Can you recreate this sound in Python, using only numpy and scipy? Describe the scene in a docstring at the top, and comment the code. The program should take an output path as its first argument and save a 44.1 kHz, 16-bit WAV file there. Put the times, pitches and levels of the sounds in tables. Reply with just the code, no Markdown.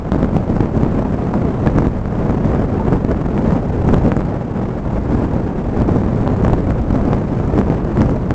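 """A car drives at an even pace along a rough dirt road, heard from behind the windscreen.
Ruts force the body and cabin panels into vibration, a deep rumble, while the tyres roar and crunch
over grit. The shaking drives loose fittings into impacts: they rattle, buzz and knock, and trim rings.
The shaken microphone responds asymmetrically and saturates on the hardest knocks."""
import sys
import numpy as np
from scipy import signal
from scipy.fft import rfft, irfft
from scipy.io import wavfile
from scipy.ndimage import uniform_filter1d

SR = 44100
rng = np.random.default_rng(int(sys.argv[2]) if len(sys.argv) > 2 else 0)


def wrap_up_sound(samples):
    """Save the sound to the file named by the first command line argument, as 16-bit audio."""
    columns = np.atleast_2d(samples).T
    # keep every value between -1 and 1, then stretch to whole-number steps
    tamed = np.clip(columns, -1, 1)
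    steps = np.round(tamed * 32767).astype(np.int16)
    wavfile.write(sys.argv[1], SR, steps)


N = 367794
TIME = np.arange(N) / SR

# Hard impacts of a loose fitting: t/s, relative peak level/dB, contact time/ms
IMPACTS = [(.120,2,0.13), (.147,-1,.18), (.23,4.5,.22), (.367,3,.22), (0.501,1.5,.3), (.566,-1.5,0.17),
           (.607,3,.28), (.834,3.5,.25), (1.025,-4,.2), (1.34,1,.16), (1.663,3.5,0.2), (1.673,4,.12),
           (1.786,3,.13), (1.822,0,.2), (1.87,3,.24), (2.057,-9,.12), (2.308,-1.5,0.22), (2.549,0,.21),
           (2.924,3,0.26), (3.049,2,.24), (3.115,-5.5,0.097), (3.378,-4.5,.1), (3.508,0,.16),
           (3.89,-1.5,0.13), (3.938,2,0.2), (3.943,5.5,.11), (4.063,-0.5,0.25), (4.119,1.5,0.11),
           (4.167,1,.17), (4.208,-4,0.13), (5.802,-4,0.18), (5.82,.5,.22), (5.961,2,.28), (6.449,2.5,.13),
           (6.481,0.5,.15), (6.534,2,0.13), (6.707,-0.5,.13), (6.957,-2,.17), (7.132,1,.12),
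           (7.579,-1,0.18), (7.589,-1.5,.09), (7.614,0.5,.15), (7.701,5,.23), (7.973,-1,0.12),
           (8.008,-2.5,.09), (8.018,0.5,.08), (8.095,-1.5,.12), (8.308,-2.5,0.085)]
# Spectrum of contact noise, for grit and fittings alike: f/Hz, relative level/dB
CONTACT_SPECTRUM = [(500, -8.5), (1200, 4), (2000, 14), (3000, 3), (4500, 5), (6000, 2.1), (8000, 0)]


def undb(db):
    """Amplitude ratio of a level in decibels."""
    return 10 ** (np.asarray(db) / 20)


def unit(x):
    """Normalisation to an rms of 1."""
    return x / np.sqrt(np.mean(x ** 2))


def contour(table):
    """Linear interpolation of rows (t/s, level/dB) to one level a sample."""
    return np.interp(TIME, *np.transpose(table))


def colour(x, spectrum):
    """Spectral shaping by rows (f/Hz, level/dB), falling 12 dB an octave above the last; rms 1."""
    hz, db = np.transpose(spectrum)
    bins = np.maximum(np.fft.rfftfreq(N, 1 / SR), 1)
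    gain = undb(np.interp(np.log(bins), np.log(hz), db))
    roll_off = np.minimum(hz[-1] / bins, 1) ** 2
    return unit(irfft(rfft(x) * gain * roll_off, N))


def fluctuation(rate):
    """Low-pass noise that changes about rate times a second; rms 1."""
    width = int(SR / rate)
    return unit(uniform_filter1d(uniform_filter1d(rng.standard_normal(N), width), width))


def levelled(x, window_s):
    """Division by the running rms removes the slow swells of a noise."""
    return x / np.sqrt(uniform_filter1d(x ** 2, int(window_s * SR)) + 1e-9)


def contacts(rows):
    """One-sided pulses from rows (t/s, level/dB, contact time/ms): shorter contact, wider bandwidth."""
    out = np.zeros(N)
    for t, db, ms in rows:
        near = slice(*np.searchsorted(TIME, [t - .008, t + .008]))
        offset = np.abs(TIME[near] - t) / (ms / 1000)
        out[near] -= undb(db) * (1 + offset) * np.exp(-offset)
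    return out


def shaking(attack_s=.05, hold_s=.008, release_s=.042):
    """Excitation level in dB: road roughness and the jolts of ruts add incoherently, in power."""
    # Roughness of the road between ruts: t/s, level/dB
    roughness = [(0, -26.5), (.15, -24), (1.0, -17), (1.2, -19), (1.55, -16.5), (2.0, -22.5), (2.3, -16),
                 (2.7, -19), (3.4, -19.5), (3.75, -17.5), (4.4, -20.5), (4.95, -20), (5.2, -18.5),
                 (5.5, -19.5), (6.3, -17), (6.85, -19.5), (7.4, -18), (8.34, -19.5)]
    # Jolts as the wheels drop into ruts: t/s, level/dB
    ruts = [(.061, -22), (.15, -15), (.241, -15.5), (.353, -14), (.503, -16), (.558, -17), (.607, -16.5),
            (.766, -16.5), (.835, -16), (.923, -16), (.98, -17), (1.364, -15), (1.673, -13.5),
            (1.778, -11.5), (1.851, -17.5), (2.45, -16.5), (2.542, -17.5), (2.867, -18), (2.928, -15),
            (3.103, -15.5), (3.363, -14.5), (3.469, -14.5), (3.529, -13.5), (3.879, -11.5), (3.935, -13),
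            (4.074, -13), (4.189, -17), (5.13, -17), (5.35, -19), (5.811, -15), (5.887, -15.5),
            (5.963, -14.5), (6.32, -17), (6.447, -12.5), (6.522, -13.5), (6.701, -14.5), (6.96, -15),
            (7.051, -14.5), (7.132, -12.5), (7.581, -12), (7.695, -16), (8.0, -10), (8.11, -13),
            (8.304, -17)]
    power = undb(contour(roughness)) ** 2
    for t, db in ruts:
        rise = np.clip(1 + (TIME - t) / attack_s, 0, 1)  # the tyre squashes
        decay = np.exp(-np.maximum(TIME - t - hold_s, 0) / release_s)  # the dampers absorb the jolt
        power += (undb(db) * rise * decay) ** 2
    return 10 * np.log10(power)


def body_boom(shake_db, gain_db=-1.5, sway_s=.08, follow=0.61):
    """Inertia: the heavy body booms at low frequencies and follows the shaking sluggishly."""
    # Spectrum of the car body: f/Hz, relative level/dB
    body_spectrum = [(8, -19), (22, -3.5), (35, -4.5), (50, 2), (75, -4), (105, -7), (170, -23.5),
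                     (300, -45)]
    # Slow swell of the boom: t/s, relative level/dB
    swell = [(0, -11), (.95, -12), (1.4, -17), (1.9, -7.5), (2.5, -12), (3.0, -9), (3.5, -12.5), (4.1, -7),
             (4.45, -19), (4.95, -8), (5.4, -12.5), (5.9, -9), (6.1, -13.5), (6.35, -8.5), (6.85, -6),
             (7.2, -15.5), (7.55, -10.5), (8.34, -11.5)]
    sway_db = follow * uniform_filter1d(shake_db, int(sway_s * SR))
    boom = levelled(colour(rng.standard_normal(N), body_spectrum), window_s=.18)
    return boom * undb(contour(swell) + sway_db + gain_db)


def cabin_roar(shake_db, judder, gain_db=-0.42, judder_db=1.64):
    """Forced vibration: the tyres drum on the ruts and the cabin panels radiate a roar."""
    # Spectrum of the cabin panels: f/Hz, relative level/dB
    panel_spectrum = [(45, -17), (80, -2.5), (115, -0.05), (165, -0.5), (210, 0), (270, -4.5), (400, -10),
                      (600, -16), (900, -24.5), (1500, -33), (2400, -44), (4000, -59.5), (8000, -71.5)]
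    roar = levelled(colour(rng.standard_normal(N), panel_spectrum), window_s=.045)
    return roar * undb(shake_db + gain_db + judder_db * judder)


def tyre_roar(shake_db, judder, gain_db=-25.5, follow=0.25, judder_db=2.5):
    """Amplitude modulation: rolling noise flutters with the judder and swells a little on bumps."""
    # Spectrum of the rolling tyres: f/Hz, relative level/dB
    tyre_spectrum = [(150, -7.5), (400, 2), (800, -2), (1500, -14), (2500, -25), (4000, -34.5),
                     (8000, -40.5)]
    roar = colour(rng.standard_normal(N), tyre_spectrum)
    return roar * undb(gain_db + follow * shake_db + judder_db * judder)


def grit(shake_db, judder, gain_db=-40, grain_db=4.0, judder_db=-1.0, grain_rate=340):
    """Granular noise: small stones crunch under the tyres in short, uneven bursts."""
    grains = rng.standard_normal(N) * undb(grain_db * fluctuation(grain_rate) + judder_db * judder)
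    return colour(grains, CONTACT_SPECTRUM) * undb(shake_db + gain_db)


def rattle(shake_db, count=640, gain_db=3.0, scatter_db=1.5, contact_ms=0.2, contact_spread=0.17):
    """Random impacts: loose parts chatter at a rate proportional to the amplitude of the shaking."""
    quantiles = rng.random(count)
    size, softness = np.clip(rng.standard_normal((count, 2)).T, -1.5, 1.5)
    activity = np.cumsum(undb(shake_db))
    times = np.interp(quantiles, activity / activity[-1], TIME)
    # The parts have little play, so their blows stop growing on hard jolts.
    drive_db = np.minimum(np.interp(times, TIME, shake_db), -16)
    levels = drive_db + gain_db + scatter_db * size
    pulses = contacts(zip(times, levels, contact_ms * np.exp(contact_spread * softness)))
    # Light parts radiate little bass.
    return signal.sosfilt(signal.butter(1, 120, "high", fs=SR, output="sos"), pulses)


def buzz(pressure, gain_db=-57, play=0.11, growth=0.84):
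    """Contact nonlinearity: a swing that takes up a fitting's play makes its faces crackle."""
    squeeze = np.clip(-pressure - play, 0, 1)
    return colour(rng.standard_normal(N) * squeeze ** growth, CONTACT_SPECTRUM) * undb(gain_db)


def resonance(x, hz, width_hz):
    """Response of a damped resonator with unit gain at its centre frequency."""
    return signal.lfilter(*signal.iirpeak(hz, hz / width_hz, fs=SR), x)


def knocks(gain_db=-4.5, swing_s=.006):
    """Impulse response: a fitting hits its stop with a dry clack and the cabin answers with a thump."""
    pulses = contacts(IMPACTS) * undb(gain_db)
    thump = resonance(pulses, hz=135, width_hz=75) * undb(3)
    clack = resonance(pulses, hz=1600, width_hz=900) * undb(-7)
    # The pressure swings gently back around each blow.
    backswing = uniform_filter1d(pulses, int(swing_s * SR))
    return pulses - backswing + thump + clack


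def cracks(gain_db=-33, burst_ms=0.3, hardness_db=9):
    """Contact hardness: a knock's burst of noise gains hardness_db for each halving of contact time."""
    bursts = contacts((t, db - hardness_db * np.log2(ms / .12), burst_ms) for t, db, ms in IMPACTS)
    return colour(rng.standard_normal(N), CONTACT_SPECTRUM) * bursts * undb(gain_db)


def taps(shake_db, count=36, gain_db=7.0, scatter_db=0.5, contact_ms=0.15, contact_spread=0.12):
    """Light impacts: the fitting taps at random, at a rate proportional to the power of the shaking."""
    quantiles = rng.random(count)
    size, softness = rng.uniform(-1.1, 1, (count, 2)).T
    energy = np.cumsum(undb(shake_db) ** 2)
    times = np.interp(quantiles, energy / energy[-1], TIME)
    levels = np.interp(times, TIME, shake_db) + gain_db + scatter_db * size
    return contacts(zip(times, levels, contact_ms * np.exp(contact_spread * softness)))


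def trim_rings():
    """Free vibration: a struck piece of trim rings in one exponentially damped mode."""
    # Rings of loose trim: t/s, f/Hz, peak level/dB, 60 dB decay time/s
    rings = [(.362, 760, -16, .05), (1.335, 950, -20, .06), (1.664, 720, -15, .06),
             (1.673, 1700, -18, .035), (2.797, 890, -16, .1)]
    out = np.zeros(N)
    for t, hz, db, t60 in rings:
        age = np.maximum(TIME - t, 0)
        envelope = undb(db - 60 * np.minimum(age / t60, 2))
        out += envelope * np.sin(2 * np.pi * hz * age)
    return out


def scene(bump_db=1.0, bump_rate=22, judder_rate=130):
    """Superposition of body, fittings and tyres, with small random bumps and faster wheel judder."""
    shake_db = shaking() + bump_db * fluctuation(bump_rate)
    judder = fluctuation(judder_rate)
    rumble = body_boom(shake_db) + cabin_roar(shake_db, judder)
    interior = rumble + knocks() + taps(shake_db) + rattle(shake_db)
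    tyres = tyre_roar(shake_db, judder) + grit(shake_db, judder)
    return (interior + buzz(interior) + cracks() + trim_rings() + tyres)[None]


def record(dry, asymmetry=0.32, cutoff_hz=8150):
    """Asymmetric distortion: the microphone favours negative swings, saturates and cuts the treble."""
    bent = dry - asymmetry * dry * np.tanh(dry)
    saturated = np.clip(bent, -.98, .98)
    low_pass = signal.firwin(101, cutoff_hz, window=("kaiser", 7), fs=SR)
    return signal.fftconvolve(saturated, low_pass[None], mode="same")


dry = scene()
out = record(dry)
wrap_up_sound(out)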